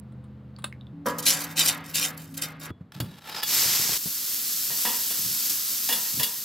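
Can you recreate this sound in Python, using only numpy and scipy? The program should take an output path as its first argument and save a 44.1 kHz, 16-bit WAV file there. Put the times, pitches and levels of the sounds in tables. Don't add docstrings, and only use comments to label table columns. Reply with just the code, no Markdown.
import sys
import numpy as np
from scipy import signal
from scipy.fft import rfft, irfft
from scipy.io import wavfile
from scipy.ndimage import uniform_filter1d

SR = 44100
rng = np.random.default_rng(int(sys.argv[2]) if len(sys.argv) > 2 else 0)


def output_pcm(signal):
    pcm = np.clip(np.atleast_2d(signal).T, -1, 1) * 32767
    wavfile.write(sys.argv[1], SR, np.round(pcm).astype(np.int16))


N = 284004

FLARE_START_S, FLARE_END_S = 3.445, 3.977
# (time [s], board level [dB], blade level [dB], decay [s])
BOARD_TAPS = [(2.9203, -41, -63, 0.0033), (3.002, -27.5, -22.5, 0.0064), (3.295, -29.5, -34, 0.0034),
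              (3.4314, -39, -17, 0.012)]


def amp(db):
    return 10 ** (np.asarray(db) / 20)


def unit_rms(x):
    return x / np.sqrt(np.mean(x ** 2) + 1e-20)


def curve_at(points, hz):
    f, value = np.transpose(points)
    return np.interp(np.log(hz + 1), np.log(f + 1), value)


def level(rows):
    rows, gain = np.array(rows), np.zeros(N)
    span = np.arange(max(int(rows[0, 0] * SR), 0), min(int(rows[-1, 0] * SR), N))
    gain[span] = amp(np.interp(span / SR, rows[:, 0], rows[:, -1]))
    return abs(uniform_filter1d(gain, size=90))


def drift(hz):
    knots = np.arange(N) * (2 * hz / SR)
    values = rng.standard_normal(2 ** 13)
    return unit_rms(np.interp(knots, np.arange(len(values)), values))


def grains(per_s, spread_db):
    size, hit = rng.standard_normal((2, N)), rng.random((2, N)) < per_s / SR
    size[hit] *= amp(spread_db * np.minimum(rng.exponential(1, (2, N))[hit], 5))
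    return unit_rms(size * hit)


def blows(rows, rise_s):
    t, power = np.arange(N) / SR, np.zeros(N)
    for s, db, decay in rows:
        first = round(s * SR)
        age = t[:SR // 2][:N - first]
        burst = amp(db) * (1 - np.exp(-age / rise_s)) * np.exp(-age / decay)
        power[first:first + len(age)] += burst ** 2
    return np.sqrt(power) * rng.choice([-1, 1], (2, N))


def swell(s, rise_s, hold_s, fade_db_per_s, turn_db=0):
    gain, first = np.zeros(N), round(s * SR)
    age = np.arange(min(SR, N - first)) / SR
    held = age - rise_s
    slack = np.sin(np.pi * np.clip(held / hold_s, 0, 1)) ** 2
    release_db = fade_db_per_s * np.maximum(held - hold_s, 0)
    gain[first:first + len(age)] = np.minimum(age / rise_s, 1) * amp(turn_db * slack - release_db)
    return gain


def convolve(x, taps):
    return signal.fftconvolve(np.float32(x), np.float32(taps / np.linalg.norm(taps[0])), axes=1)[:, :N]


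def body(x, spectrum, modes=(), between_db=0):
    hz = abs(np.fft.fftfreq(2 ** 14, 1 / SR))
    peaks = sum(amp(db) ** 2 / (1 + (2 * (hz - f) / width) ** 2) for f, width, db in modes)
    low_cut = (hz ** 2 / (hz ** 2 + (spectrum[0][0] / 2) ** 2)) ** 2
    gain = amp(curve_at(spectrum, hz)) * np.sqrt(amp(between_db) ** 2 + peaks) * low_cut + 1e-5
    minimum_phase = np.exp(signal.hilbert(np.log(gain)).conj())
    taps = np.fft.ifft(minimum_phase).real[:2 ** 13]
    return convolve(x, taps[None])


def ring(x, t60):
    t = np.arange(SR // 2) / SR
    return convolve(x, rng.standard_normal((2, len(t))) * amp(-60 * t / t60))


def open_air():
    # (frequency [Hz], level [dB])
    colour = [(30, -28.5), (50, -18), (80, -5.5), (170, -3), (260, -7), (400, -18.5), (700, -23),
              (1300, -27), (2500, -38), (4000, -42), (6000, -54.5), (15000, -58.5)]
    sink_start_s, sink_length_s = 2.27, 1.65
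    sunk = np.clip((np.arange(N) / SR - sink_start_s) / sink_length_s, 0, 1)
    return body(rng.standard_normal((2, N)), colour) * amp(-50 - 11 * sunk)


def drone(orders, span_s, shaft_hz, sag_hz_per_s, db, fade_db_per_s, waver_db, dulling_db_per_s=0):
    start, end = span_s
    age = np.clip(np.arange(N) / SR - start, 0, end - start)
    turns = np.cumsum(shaft_hz - sag_hz_per_s * age) / SR
    tone = np.zeros(N)
    for order, order_db in orders:
        dulling_db = dulling_db_per_s * (order - orders[0][0]) * age
        gain = amp(order_db + waver_db * drift(8.1) - dulling_db)
        tone += gain * np.sin(2 * np.pi * (order * turns + rng.random()))
    return level([(start, db), (end, db - fade_db_per_s * (end - start))]) * tone


def far_engine():
    # (shaft order, level [dB])
    slow_orders = [(2.5, -5.5), (4, 2), (5.5, -27), (6.5, -3.5), (16, -19.5)]
    fast_orders = [(4, 0), (6, -16), (7, -1.5)]
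    # (time [s], half-width [s], pitch [Hz], rise [Hz/s], level [dB])
    hum_swell = (2.365, .06, 274, 180, -39)
    slow = drone(slow_orders, span_s=(0, .93), shaft_hz=31.86, sag_hz_per_s=0.38,
                 db=-44, fade_db_per_s=.5, waver_db=1.0)
    fast = drone(fast_orders, span_s=(.93, 2.7), shaft_hz=41.1, sag_hz_per_s=1.063,
                 db=-41.5, fade_db_per_s=2, waver_db=1.7, dulling_db_per_s=1)
    s, width, hz, rise, db = hum_swell
    t = np.arange(N) / SR - s
    hum = amp(db) * np.exp(-(t / width) ** 2) * np.sin(2 * np.pi * (hz + rise * t / 2) * t)
    return slow + fast + hum


def oil_bottle():
    # (time [s], level [dB], decay [s])
    spits = [(.122, -56, .005), (.24, -54.5, 0.0073), (.586, -43, 0.0084), (.621, -46, 0.005),
             (.6415, -18, 0.0048)]
    # (frequency [Hz], level [dB])
    spit_colour = [(400, -6.5), (700, -15), (1100, 3.5), (1700, -11), (2500, -14), (3700, -8),
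                   (6000, -32.5), (9500, -6), (13000, -45), (15500, -19)]
    # (time [s], level [dB], pitch [Hz])
    bubbles = [(0.564, -39, 4450), (0.726, -31, 2080), (0.8108, -41, 3630), (0.869, -45, 3450)]
    out = amp(-2) * body(blows(spits, rise_s=0.00024), spit_colour)
    t = np.arange(SR // 30) / SR
    for s, db, hz in bubbles:
        pop = amp(db + 3.5) * (1 - np.exp(-t / 0.00026)) * np.exp(-t / 0.0013)
        chirp = np.sin(2 * np.pi * hz * t * (1 + 7 * t))
        splash = 0.16 * signal.lfilter([.5], [1, -.7], rng.standard_normal(len(t)))
        out[:, round(s * SR):][:, :len(t)] += pop * (chirp + splash)
    return out + amp(-7.5) * ring(out, t60=0.14)


def board_slide():
    # (time [s], friction [dB])
    push = [(2.93, -54), (3.2, -56), (3.29, -45), (3.34, -33.5), (3.44, -41.5), (3.48, -70)]
    # (frequency [Hz], level [dB])
    colour = [(200, -0.5), (400, -5), (800, 0), (1700, -4), (2500, -3), (3500, -2), (5000, -5),
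              (6500, -11.5), (10000, -10.5), (15500, -12.5)]
    # (frequency [Hz], width [Hz], level [dB])
    board_modes = [(868, 36, 2.5), (1354, 70, 1), (1727, 56, 3), (3300, 100, -7), (3840, 74, 0.5),
                   (4060, 54, -11), (5340, 52, -3)]
    edge_modes = [(4780, 50, -1), (5030, 50, 1)]
    squeal_peak_s, squeal_width_s = 3.405, .1
    drag = unit_rms(grains(per_s=5100, spread_db=1) * amp(3.2 * drift(60))) * level(push)
    taps = blows([(s, db, decay) for s, db, _, decay in BOARD_TAPS], rise_s=0.0004)
    slide = amp(2.5) * body(drag + taps, colour, board_modes, between_db=-6.5)
    skid = amp(2) * np.exp(-((np.arange(N) / SR - squeal_peak_s) / squeal_width_s) ** 2)
    squeal = body(drag * skid, [(2500, -28), (5000, -6), (9000, -11)], edge_modes, between_db=-40)
    return slide + squeal


def board_bumps():
    # (time [s], level [dB], decay [s])
    thuds = [(2.704, -14.5, 0.0048), (2.807, -34, 0.015), (2.999, -23, 0.043), (6.174, -26, 0.014)]
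    # (time [s], hold [s], level [dB])
    jostles = [(2.945, 0.2, -38.5), (5.183, 0.17, -46.5), (6.128, 0.074, -40.5)]
    # (frequency [Hz], level [dB])
    low_colour = [(30, -21), (55, -16), (90, 2), (170, 3), (260, -7.5), (400, -15), (700, -28)]
    spells = sum(amp(db) * swell(s, rise_s=0.0094, hold_s=hold, fade_db_per_s=450)
                 for s, hold, db in jostles)
    jostle = spells * unit_rms(rng.standard_normal((2, N)) * amp(3.7 * drift(45)))
    return amp(-3.5) * body(blows(thuds, rise_s=0.00041) + jostle, low_colour + [(1300, -27), (6000, -58)])


def falling_meat():
    # (time [s], level [dB], decay [s])
    slaps = [(3.649, -30.5, 0.013), (3.792, -28.5, 0.0071), (3.891, -27.5, 0.0076), (3.919, -31.5, 0.011),
             (4.057, -34.5, 0.016), (4.699, -40.5, .018)]
    # (frequency [Hz], level [dB])
    colour = [(90, 0), (160, 6.5), (260, -3), (480, -5.5), (800, -13.5), (3000, -27)]
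    patter = grains(per_s=49, spread_db=2.5) * level([(FLARE_START_S, -51), (FLARE_END_S, -51)])
    return amp(-0.5) * body(blows(slaps, rise_s=0.00065) + patter, colour)


def scraper():
    # (time [s], plate level [dB], blade level [dB], decay [s])
    strikes = [(4.7, -37.5, -33, 0.032), (4.85, -24, -20, 0.027), (5.105, -39.5, -26, .025),
               (5.888, -25.5, -17.5, 0.026), (5.925, -31, -16, .02), (6.196, -26, -17, 0.019),
               (6.231, -39, -13, 0.014)]
    # (frequency [Hz], level [dB])
    chop_colour = [(100, -11), (220, -3.5), (1000, 7), (1900, 2), (2900, 1), (4500, -33), (9000, -54)]
    clink_colour = [(500, -20), (1500, -0.5), (3400, 1), (6000, 0.5), (11000, 5.5), (15500, 13.5)]
    # (frequency [Hz], width [Hz], level [dB])
    loaded_plate_modes = [(221, 50, 3), (479, 30, 4), (705, 30, -10), (905, 30, -2), (972, 30, -2),
                          (1030, 30, -4), (1690, 40, -3), (1790, 50, -2), (1884, 28, 7.5), (2730, 160, -3),
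                          (2850, 30, 1)]
    blade_modes = [(2850, 95, 1), (3420, 50, 10), (3960, 150, -4), (4620, 51, 4), (5220, 50, 3),
                   (6880, 30, 2), (9050, 63, 3), (10800, 110, -3)]
    # (time [s], level [dB], pitch [Hz], decay [s])
    blade_note = (2.707, -58, 3380, .035)
    on_plate = blows([(s, db, decay) for s, db, _, decay in strikes], rise_s=0.0012)
    on_blade = blows([(s, db, decay) for s, _, db, decay in BOARD_TAPS + strikes], rise_s=0.0001)
    chops = amp(-2.5) * body(on_plate, chop_colour, loaded_plate_modes, between_db=-16)
    clinks = amp(-1.5) * body(on_blade, clink_colour, blade_modes, between_db=-15)
    s, db, hz, decay = blade_note
    age = np.maximum(np.arange(N) / SR - s, 0)
    singing = amp(db) * np.exp(-age / decay) * np.sin(2 * np.pi * hz * age)
    return chops + amp(-1) * ring(chops, t60=0.58) + clinks + amp(-7) * ring(clinks, t60=.25) + singing


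def travelling_contact(x, patchy_db):
    spectra = signal.stft(x, nperseg=1024)[2]
    patches = uniform_filter1d(rng.standard_normal(spectra.shape[1:]), size=5, axis=0)
    patches = unit_rms(uniform_filter1d(patches, size=4, axis=1))
    return signal.istft(spectra * unit_rms(amp(patchy_db * patches)), nperseg=1024)[1][:, :N]


def spatula_forces():
    # (time [s], hold [s], friction [dB])
    skims = [(1.058, 0.04, -36.5), (1.183, 0.0062, -33), (1.223, 0.019, -33), (1.413, 0.016, -40),
             (1.496, 0.0084, -47), (1.838, 0.079, -44.5), (2.338, 0.0055, -44.5), (2.367, 0.021, -36)]
    # (time [s], rise [s], hold [s], friction [dB], plate level [dB], release [dB/s])
    strokes = [(1.253, 0.015, 0.0036, -18.5, -32.5, 128), (1.555, 0.043, 0.093, -22, -34, 323),
               (1.933, 0.028, .088, -24, -37.5, 355), (2.164, 0.027, 0.028, -44, -58.5, 112),
               (2.413, 0.013, 0.0027, -27, -37.5, 351), (2.596, 0.025, 0.029, -40, -40, 333)]
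    friction = sum(amp(db) * swell(s, rise_s=0.0046, hold_s=hold, fade_db_per_s=650)
                   for s, hold, db in skims)
    push = amp(-6.5) * friction
    for s, rise, hold, db, plate_db, fade in strokes:
        stroke = swell(s, rise, hold, fade, turn_db=-57 * hold)
        friction += amp(db) * stroke
        push += amp(plate_db) * stroke ** 0.54
    return friction, push


def spatula():
    # (time [s], level [dB], decay [s])
    landings = [(1.057, -17, 0.0072), (1.067, -14.5, 0.0088)]
    # (frequency [Hz], level [dB])
    rasp_colour = [(300, -54.5), (800, -42), (1600, -11), (2100, -5.5), (2700, 4.5), (4000, -0.5),
                   (5500, -2.5), (7500, 2.5), (10000, 5), (12500, 1), (15500, -6)]
    film_colour = [(2000, -36.5), (4500, -3.5), (7500, -4.5), (11000, -1.5), (15500, -2)]
    plate_colour = [(200, 3), (300, -2), (560, -2), (770, 1), (1000, 2), (1800, 2.5), (2600, -4),
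                    (4500, -13), (8000, -39), (15000, -60)]
    landing_colour = [(120, 1.5), (240, 0), (550, -1.5), (770, -3), (1000, 2), (1900, -7.5), (2400, -16),
                      (6000, -20), (15000, -22)]
    # (frequency [Hz], width [Hz], level [dB])
    blade_modes = [(1995, 110, -2.5), (2440, 25, -1.5), (3086, 39, -1), (3660, 17, 5.5), (3960, 140, -0.5),
                   (4735, 91, 1.5), (5210, 49, 5), (5760, 72, 4.5), (6520, 71, -4.5), (6800, 50, -13.5),
                   (7260, 81, -0.5), (8750, 110, -7)]
    plate_modes = [(245, 16, 2), (285, 10, 4), (438, 14, -4), (495, 12, 2), (549, 12, -1), (577, 10, 3),
                   (977, 16, -0.5), (1160, 14, 2), (1240, 20, -4), (1360, 20, -2), (1604, 14, 0),
                   (1680, 20, -2), (1894, 20, -2), (2094, 14, -2)]
    end_s = 2.707
    friction, push = spatula_forces()
    pressure = friction / amp(-19.5)
    slips = unit_rms(grains(per_s=13000, spread_db=4.5) * amp(0.3 * drift(130)))
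    rasp = amp(3) * body(slips * friction * pressure ** 0.35, rasp_colour, blade_modes, between_db=-13)
    fine_hiss = grains(per_s=6600, spread_db=0) * amp(5.4 * drift(70))
    film = amp(-0.5) * body(fine_hiss * friction / (1.21 + pressure), film_colour)
    scrape = travelling_contact(rasp + film, patchy_db=3.0)
    shake = body(slips * push, plate_colour, plate_modes, between_db=-6.0)
    landing = amp(-1) * body(blows(landings, rise_s=0.0023), landing_colour, plate_modes, between_db=-15.5)
    spreading = scrape + landing + amp(-18.5) * shake + amp(0.5) * ring(shake + landing, t60=0.53)
    return spreading * (np.arange(N) < end_s * SR)


def flare():
    # (frequency [Hz], level [dB])
    colour = [(150, -10), (300, -14.5), (600, -16), (1000, -12), (1700, -9.5), (2500, -7.5), (3500, -5.5),
              (5200, 0), (7500, -3.5), (10000, -5.5), (12500, -2.5), (15500, -4.5)]
    rise_s, start_db, sag_db_per_s = 0.099, -17.5, 13.5
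    contact = np.clip((np.arange(N) / SR - FLARE_START_S) / rise_s, 0, 1)
    end_db = start_db - sag_db_per_s * (FLARE_END_S - FLARE_START_S)
    boiling = contact * level([(FLARE_START_S, start_db), (FLARE_END_S, end_db)])
    return body(grains(per_s=22000, spread_db=1) * amp(0.61 * drift(49)), colour) * boiling


def sizzle():
    # (time [s], level [dB])
    sizzle_level = [(3.93, -32), (4.2, -29.5), (4.7, -27.5), (5.5, -27), (6.24, -29), (6.3, -32.5),
                    (6.44, -33)]
    # (frequency [Hz], level [dB])
    colour = [(60, -33), (120, -17), (280, -8), (380, -19.5), (480, -17.5), (800, -22), (1300, -12.5),
              (2200, -13), (3300, -7), (5000, -0.5), (7500, -2.5), (10000, -1.5), (12500, 0.5), (15500, 1)]
    # (time [s], level [dB], decay [s])
    spurts = [(5.456, -23.5, .014), (5.495, -22.5, 0.028)]
    snaps = amp(-15) * grains(per_s=200, spread_db=2.5)
    bursts = grains(per_s=26000, spread_db=0.34) * amp(0.3 * drift(50) + .55 * drift(7))
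    return amp(3) * body((bursts + snaps) * level(sizzle_level) + blows(spurts, rise_s=0.0022), colour)


def scene():
    # (frequency [Hz], likeness [0-1])
    port_likeness = [(300, .99), (700, .97), (1100, .92), (1400, .68), (2000, .9), (2800, .998),
                     (4600, .998), (5400, .76), (8800, .7), (9700, .97), (10400, .7), (11100, .998),
                     (12900, .998), (13900, .72), (16000, .68)]
    # (frequency [Hz], lag [rad])
    right_lag = [(4600, 0), (5300, .5), (7800, .45), (8900, 1.6), (9700, 3.2), (11100, 6.28), (13100, 6.28),
                 (15800, 8.8)]
    mix = open_air() + far_engine() + oil_bottle() + spatula()
    mix = mix + board_slide() + board_bumps() + falling_meat() + scraper() + flare() + sizzle()
    shared, apart = rfft(mix)
    hz = np.fft.rfftfreq(N, 1 / SR)
    likeness = np.clip(curve_at(port_likeness, hz), 0, 1)
    shared, apart = shared * np.sqrt((1 + likeness) / 2), apart * np.sqrt((1 - likeness) / 2)
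    left = shared + 1j * apart
    right = (shared - 1j * apart) * np.exp(-1j * curve_at(right_lag, hz))
    return irfft(np.array([left, right]), N)


def record(dry):
    low_pass = signal.firwin(511, cutoff=15850, window=("kaiser", 9), fs=SR)
    return signal.oaconvolve(dry, low_pass[None], "same")


dry = scene()
out = record(dry)
output_pcm(out)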